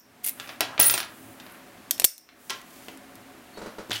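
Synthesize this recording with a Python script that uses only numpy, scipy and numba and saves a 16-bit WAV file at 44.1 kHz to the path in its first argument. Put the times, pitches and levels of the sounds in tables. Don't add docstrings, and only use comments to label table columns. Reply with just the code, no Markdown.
import sys
import numpy as np
from scipy import signal
from scipy.fft import rfft, irfft
from scipy.io import wavfile
from scipy.ndimage import uniform_filter1d, minimum_filter1d
from numba import njit

SR = 44100
rng = np.random.default_rng(int(sys.argv[2]) if len(sys.argv) > 2 else 0)


def bounce(signal):
    frames = np.transpose(np.atleast_2d(signal))
    limited = np.clip(frames, -1, 1)
    pcm = np.round(limited * 32767).astype(np.int16)
    wavfile.write(sys.argv[1], SR, pcm)


N = 176400
T = np.arange(SR // 2) / SR
HZ = np.fft.rfftfreq(4096, 1 / SR)
EDGE_HZ = 16150

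# (time [s], level [dB], tilt [dB per octave])
LATCH_CLICKS = [(1.9096, 7, 2.5), (1.912, -1, -1.5), (1.98, -18.5, -2.5), (1.998, 5, -1.5),
                (2.0032, -9.5, -3.5), (2.0195, -6.5, -5), (2.043, 9, -3.5), (2.044, 11.5, 5.5),
                (2.0478, 33, 1.5), (2.0519, 26.5, 14.5), (2.054, 11.5, 5), (2.18, -1, 2.5),
                (2.616, -23, -3), (2.974, -24.5, -1), (3.155, -23.5, -1)]
# (frequency [Hz], level [dB])
LOCK_COLOUR = [(40, -30), (200, -33), (648, -16.5), (1200, -17.5), (4290, -3), (4980, -9), (6560, -5),
               (9210, -1), (11200, -3), (13500, -2), (14400, -1), (16000, -23)]
# (frequency [Hz], level [dB], decay by 60 dB [s])
LOCK_MODES = [(3480, -58, 0.2), (5450, -41.5, 0.35), (5600, -42, .18), (6970, -50.5, .14),
              (11700, -56.5, .17), (14440, -34, 0.016), (14000, -42, .12), (14300, -45, 0.33)]
# (frequency [Hz], level [dB], decay by 60 dB [s])
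LOCK_THUMP = [(620, -41.5, 0.012)]
LOCK_WIDTH_HZ = 720
OPENED_DB = -6.5

# (time [s], ring level [dB], favoured pitch
# [Hz], chatter level [dB], chatter decay by 60 dB [s])
KEY_CLINKS = [(0.608, -31, 11100, 4.5, .007), (0.6077, -50, 14500, -1, .006),
              (0.7973, -28, 15800, 13.5, 0.024), (.8007, -11, 10500, 13.5, 0.0043),
              (0.8117, -11, 9900, 6, 0.0069), (0.819, -10, 15300, -2, .06), (.839, -8, 10830, -8, .04),
              (.857, -8, 9400, -4, .03), (.8635, -16, 15000, 10, 0.044), (.869, -12, 10580, -1, .04),
              (.88, -16, 14300, -4, .08), (.898, -18, 9330, -3, .01), (0.909, -18.5, 14500, 8, 0.066),
              (0.9396, -20.5, 8970, -12, .01), (0.948, -30, 13600, -6, 0.031), (.956, -38, 15600, -10, .03),
              (.978, -26.5, 10200, -7, 0.011), (.9785, -38, 15300, -11, .04),
              (1.003, -29.5, 11200, -24, .02), (3.931, -42, 11200, -11, .03), (3.95, -46, 15200, -20, .06)]
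# (frequency [Hz], level [dB], decay by 60 dB [s])
KEY_MODES = [(7880, -16, .16), (8919, -2.5, 0.12), (8860, -3, 0.099), (10630, -1, 0.17), (10550, -6, 0.088),
             (13550, 1, 0.17), (13860, -5, 0.048), (15560, 1, 0.19)]
FOCUS_DB_PER_OCTAVE, FOCUS_FLOOR_DB = 46, -26

# (time [s], level [dB], tilt [dB per octave], top of the contact's spectrum [Hz])
TABLE_KNOCKS = [(0.3992, -6.5, 0, 11300), (0.475, -15.5, -1.5, 6000), (.492, -9.5, -2, 5800),
                (.607, 6, -1.5, 14100), (0.6119, 1.5, -2, 4800), (.779, 3, 1, 3200),
                (0.7932, -2.5, -7.5, 16000), (0.7949, 1, -4.5, 7060), (0.8009, 11, 5, 15000),
                (0.8121, 6.5, 8, 12000), (0.8191, 0.5, 14, 16000), (0.8296, 5.5, 3, 12000),
                (0.8456, -0.5, -0.5, 9000), (.898, 7.5, 4.5, 12000), (0.9402, 2, -1.5, 12000),
                (.978, 1.5, -0.5, 12100), (1.003, -1.5, -0.5, 10910), (1.03, -10, -1, 7200),
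                (1.4004, -17.5, -0.5, 9500), (1.465, -20, -4, 7000), (2.29, -12.5, -1.5, 4900),
                (2.4974, 2, 2, 8000), (2.503, 1.5, 1, 10700), (2.5059, -1.5, -0.5, 10500),
                (3.907, -6.5, 2, 8000), (3.9149, -5, -1, 10000)]
# (frequency [Hz], level [dB])
WOOD_COLOUR = [(59, -43.5), (100, -25), (381, -6.5), (513, -10), (648, -3.5), (1230, -2.5), (2000, -1.5),
               (4200, 1), (10700, -10.5), (16000, -2)]
# (frequency [Hz], level [dB], decay by 60 dB [s])
WOOD_MODES = [(117.8, -58.5, 0.64), (388, -42, 0.044), (1369, -40.5, 0.085), (1643, -40, 0.063),
              (1945, -41, 0.11), (2688, -37, 0.046), (3106, -41.5, 0.11), (3415, -37.5, 0.031)]

# (time [s], level [dB])
PIN_FLICKS = [(0.24, -17), (0.244, -4.5), (0.2483, 0), (0.2517, -7), (0.2616, -5), (0.2647, -1),
              (0.2698, -4), (0.273, -3.5), (0.2765, -0.5), (0.2838, -4), (.287, -4), (.293, -1)]
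# (frequency [Hz], level [dB])
PIN_COLOUR = [(590, -68), (1000, -19), (1960, -24), (2150, -8.5), (6630, -10.5), (10400, 0.5), (13600, 2.5),
              (16000, -5)]
# (frequency [Hz], level [dB], decay by 60 dB [s])
PIN_MODES = [(2130, -34, 0.028), (10200, -16.5, 0.0051), (14000, -15, 0.009)]

# (time [s], level [dB], pitch [Hz], decay by 60 dB [s])
HELD_CLACKS = [(2.4977, -31, 1060, .08), (2.8838, -25, 484, 0.0053), (2.8842, -27.5, 3060, 0.0053),
               (2.887, -30, 1940, 0.0053), (3.8967, -24.5, 316, 0.015), (3.911, -18.5, 1560, 0.0089),
               (3.9181, -14.5, 3520, 0.0084), (3.931, -20, 3200, 0.014), (3.958, -22.5, 2950, 0.02)]

# (time [s], level [dB])
FINGER_BUMPS = [(3.5726, -9.5), (3.6153, -8), (3.6595, -8), (3.783, -7)]
# (frequency [Hz], level [dB])
BUMP_COLOUR = [(47, -40), (80, -17), (189, -5), (306, -10.5), (754, -5.5), (1510, -3.5), (2060, -12),
               (4300, -15), (12000, -29.5), (16000, -66)]
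# (delay [s], pitch [Hz], level [dB], decay by 60 dB [s])
BUMP_PARTS = [(0, 613, -20.5, 0.021), (.002, 460, -21, 0.023), (.0115, 520, -22, 0.023),
              (.016, 218, -30, .045)]
# (time [s], level [dB])
LOW_THUDS = [(0.823, -36), (0.929, -51), (1.215, -34.5), (1.255, -39), (3.124, -40.5), (3.899, -25.5)]
# (frequency [Hz], level [dB], decay by 60 dB [s])
THUD_MODES = [(84.4, -13, 0.14), (110.2, -7, 0.31)]

# (time [s], length [s], level [dB], centre [Hz], width [octaves], grain depth [dB])
RUB_STROKES = [(0.233, 0.082, -32, 12500, 1.9, 2), (0.285, 0.29, -51.5, 12000, 0.55, 0.5),
               (0.356, 0.23, -47, 1540, 0.88, 3), (0.688, 0.096, -44, 1020, 0.65, 2),
               (0.794, 0.22, -33.5, 1980, 1.9, 1.5), (1.058, 0.34, -54, 12300, 0.73, 1.5),
               (1.36, 0.268, -58, 12100, 0.31, 3.5), (1.368, 0.29, -53.5, 1380, 0.72, 2.5),
               (2.359, 0.27, -50.5, 12000, 0.97, 0.5), (2.622, 0.363, -51, 10300, 5.4, 1.5),
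               (3.526, 0.077, -55, 4380, 0.017, -1), (3.55, .05, -58, 3870, 0.022, 2),
               (3.586, 0.016, -55, 7400, .03, 0), (3.601, 0.11, -58, 2200, 1.7, 1),
               (3.918, 0.085, -39, 3030, 1.04, 3), (3.924, 0.06, -38, 3550, 0.56, 3),
               (3.921, 0.073, -47.5, 10100, 0.33, 2)]

# (frequency [Hz], level [dB])
AIR_COLOUR = [(15, -48), (25, -20.5), (102, -9), (141, -9.5), (263, -1), (326, -21), (354, -6.5),
              (405, -8.5), (451, -11.5), (714, -7), (775, -10.5), (1790, -12), (5280, -23.5), (11900, -25),
              (16000, -27.5)]
AIR_DB = -50.5
# (frequency [Hz], rms level [dB])
ROOM_TONES = [(115, -71.5), (211, -67.5), (266, -57.5), (325, -60.5), (411, -67), (572, -64.5),
              (730, -63.5)]
# (frequency [Hz], time [s])
ROOM_T60 = [(150, 0.18), (1000, 0.456), (4000, 0.26), (8000, 0.26), (15000, 0.16)]

CEILING_DB, HOLD_S, RECOVER_S, START_DUCK_DB = 2.5, 0.12, 0.19, 13.5


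def shackle():
    out = np.zeros(N)
    add(out, 0, amp(OPENED_DB) * buzz(LOCK_MODES, LOCK_WIDTH_HZ))
    for s, db, tilt_db in LATCH_CLICKS:
        click = impact(LOCK_COLOUR, tilt_db, spike_db=-6.5, t60=0.015)
        loose_parts = amp(-9.5) * buzz(LOCK_MODES, LOCK_WIDTH_HZ)
        hit = click + loose_parts + ring(LOCK_THUMP)
        add(out, s, amp(db) * in_room(hit, wet_db=-13.5, top_hz=16000))
    return out


def keys():
    out = np.zeros(N)
    for s, ring_db, hz, chatter_db, chatter_t60 in KEY_CLINKS:
        for mode_hz, db, ring_t60 in KEY_MODES:
            flutter_db = 2.5 * slow_noise(len(T), size=300)
            tone = ring([(mode_hz, db, ring_t60)], waver_hz=35)
            add(out, s, amp(ring_db + favour(mode_hz, hz)) * unit(amp(flutter_db)) * tone)
        contact_colour = np.transpose([HZ, favour(HZ, hz)])
        chatter = impact(contact_colour, 0, spike_db=-12.5, t60=chatter_t60, grain_db=7)
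        add(out, s, amp(chatter_db) * chatter)
    return amp(-3) * in_room(out, wet_db=-15, top_hz=17000)


def table():
    out = np.zeros(N)
    for s, db, tilt_db, top_hz in TABLE_KNOCKS:
        hit = impact(WOOD_COLOUR, tilt_db, spike_db=-2, t60=0.034) + ring(WOOD_MODES, waver_hz=13.5)
        hit = lowpass(hit, top_hz, order=3)
        add(out, s, amp(db) * in_room(hit, wet_db=-3.5, top_hz=6650))
    return amp(-0.86) * out


def pins():
    out = np.zeros(N)
    for s, db in PIN_FLICKS:
        flick = impact(PIN_COLOUR, 0, spike_db=-7, t60=0.011) + ring(PIN_MODES, waver_hz=120)
        add(out, s, amp(db) * flick)
    return in_room(out, wet_db=-11.5, top_hz=17000)


def clacks():
    out = np.zeros(N)
    for s, db, hz, t60 in HELD_CLACKS:
        tone = np.sin(2 * np.pi * hz * T) * fade(t60)
        tick = amp(4.5) * impact(WOOD_COLOUR, -2.3, spike_db=-10, t60=0.01)
        add(out, s, amp(db) * (tone + tick))
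    out = signal.sosfilt(signal.butter(2, 110, "high", fs=SR, output="sos"), out)
    return in_room(out, wet_db=-3.5, top_hz=6000)


def hands():
    out = np.zeros(N)
    body = amp(-4) * impact(BUMP_COLOUR, 0, spike_db=-21, t60=0.24)
    for delay, hz, db, t60 in BUMP_PARTS:
        add(body, delay, amp(db) * np.sin(2 * np.pi * hz * T) * fade(t60))
    soft_onset = np.minimum(T / 0.0011, 1)
    bump = in_room(body * soft_onset, wet_db=-5.5, top_hz=8000)
    for s, db in FINGER_BUMPS:
        add(out, s, amp(db) * bump)
    slow_onset = np.minimum(T / 0.054, 1)
    for s, db in LOW_THUDS:
        add(out, s, amp(db) * ring(THUD_MODES) * slow_onset)
    return out


def rubbing():
    out = np.zeros(N)
    for s, length, db, hz, octaves, grain_db in RUB_STROKES:
        size = int(length * SR)
        hiss = noise(lambda f: -12 * np.log10(1 + (np.log2((f + 1) / hz) / octaves) ** 4), size)
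        grain = amp(grain_db * slow_noise(size, size=130))
        swell = np.sin(np.linspace(0, 1, size, endpoint=False) * np.pi) ** 0.62
        add(out, s, amp(db) * unit(hiss * grain) * swell)
    return out


def room_tone():
    air = amp(AIR_DB) * noise(lambda f: read(AIR_COLOUR, f), N)
    hum = np.zeros(N)
    for hz, db in ROOM_TONES:
        hum += amp(db) * noise(lambda f: -20 * np.log10(1 + ((f - hz) / 9) ** 2), N)
    return air + hum


def in_room(x, wet_db, top_hz):
    hz, t, z = signal.stft(rng.standard_normal(len(T)), SR, nperseg=256)
    decay = np.exp(-np.log(1000) * t / read(ROOM_T60, hz)[:, None])
    tail = signal.istft(z * decay, SR, nperseg=256)[1][:len(T)]
    tail *= np.minimum(T / 0.0031, 1)
    tail = lowpass(tail / np.linalg.norm(tail), top_hz, order=2)
    return x + amp(wet_db) * signal.fftconvolve(x, tail)[:len(x)]


def impact(colour, tilt_db, spike_db, t60, grain_db=0):
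    grain = amp(grain_db * rng.standard_normal(len(T)))
    rattle = rng.standard_normal(len(T)) * fade(t60) * grain
    rattle /= np.linalg.norm(rattle)
    rattle[0] += amp(spike_db)
    tilt = tilt_db * np.log2(np.maximum(HZ, 200) / 1000)
    gain = amp(read(colour, HZ) + tilt - 30 * (HZ > EDGE_HZ))
    cepstrum = irfft(np.log(gain))
    cepstrum[1:len(HZ) - 1] *= 2
    cepstrum[len(HZ):] = 0
    response = irfft(np.exp(rfft(cepstrum)))
    hit = signal.fftconvolve(rattle, response)[:len(T)]
    return hit / np.linalg.norm(hit)


def ring(modes, waver_hz=0):
    out = np.zeros(len(T))
    for hz, db, t60 in modes:
        waver = waver_hz * slow_noise(len(T), size=150)
        cycles = np.cumsum(hz + waver) / SR + rng.random()
        out += amp(db) * fade(t60) * np.sin(2 * np.pi * cycles)
    return out


def buzz(modes, width_hz):
    out = np.zeros(len(T))
    for hz, db, t60 in modes:
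        band = noise(lambda f: -20 * np.log10(1 + (2 * (f - hz) / width_hz) ** 2), len(T))
        out += amp(db) * fade(t60) * band
    return out


def favour(hz, centre_hz):
    octaves_off = abs(np.log2((hz + 1) / centre_hz))
    return np.maximum(-FOCUS_DB_PER_OCTAVE * octaves_off, FOCUS_FLOOR_DB)


def noise(shape_db, size):
    spectrum = rfft(rng.standard_normal(size))
    return unit(irfft(spectrum * amp(shape_db(np.fft.rfftfreq(size, 1 / SR))), size))


def slow_noise(length, size):
    return unit(uniform_filter1d(rng.standard_normal(length), size=size))


def lowpass(x, top_hz, order):
    return signal.sosfilt(signal.butter(order, top_hz, fs=SR, output="sos"), x)


def fade(t60):
    return np.exp(-np.log(1000) * T / t60)


def amp(db):
    return 10 ** (np.asarray(db) / 20)


def unit(x):
    return x / np.sqrt(np.mean(x ** 2) + 1e-20)


def read(points, hz):
    f, value = np.transpose(points)
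    return np.interp(np.log(hz + 1), np.log(f + 1), value)


def add(mix, s, sound):
    part = mix[round(s * SR):][:len(sound)]
    part += sound[:len(part)]


def scene():
    foreground = shackle() + keys() + table() + pins() + clacks()
    return (foreground + hands() + rubbing() + room_tone())[None]


@njit
def duck(over_db, start_db, hold, keep):
    out, now, wait = np.zeros(len(over_db)), start_db, 0.
    for i in range(len(over_db)):
        if over_db[i] > now:
            now, wait = over_db[i], hold
        wait -= 1
        if wait < 0:
            now *= keep
        out[i] = now
    return out


def record(dry):
    over_db = 20 * np.log10(abs(dry[0]) + 1e-9) - CEILING_DB
    keep = np.exp(-1 / (RECOVER_S * SR))
    duck_db = duck(over_db, float(START_DUCK_DB), float(HOLD_S * SR), keep)
    duck_db = uniform_filter1d(-minimum_filter1d(-duck_db, size=24), size=24)
    limited = np.clip(dry * amp(-duck_db), -1, 1)
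    band_limit = signal.firwin(401, EDGE_HZ, window=("kaiser", 8), fs=SR)
    return signal.oaconvolve(limited, band_limit[None], "same")


dry = scene()
out = record(dry)
bounce(out)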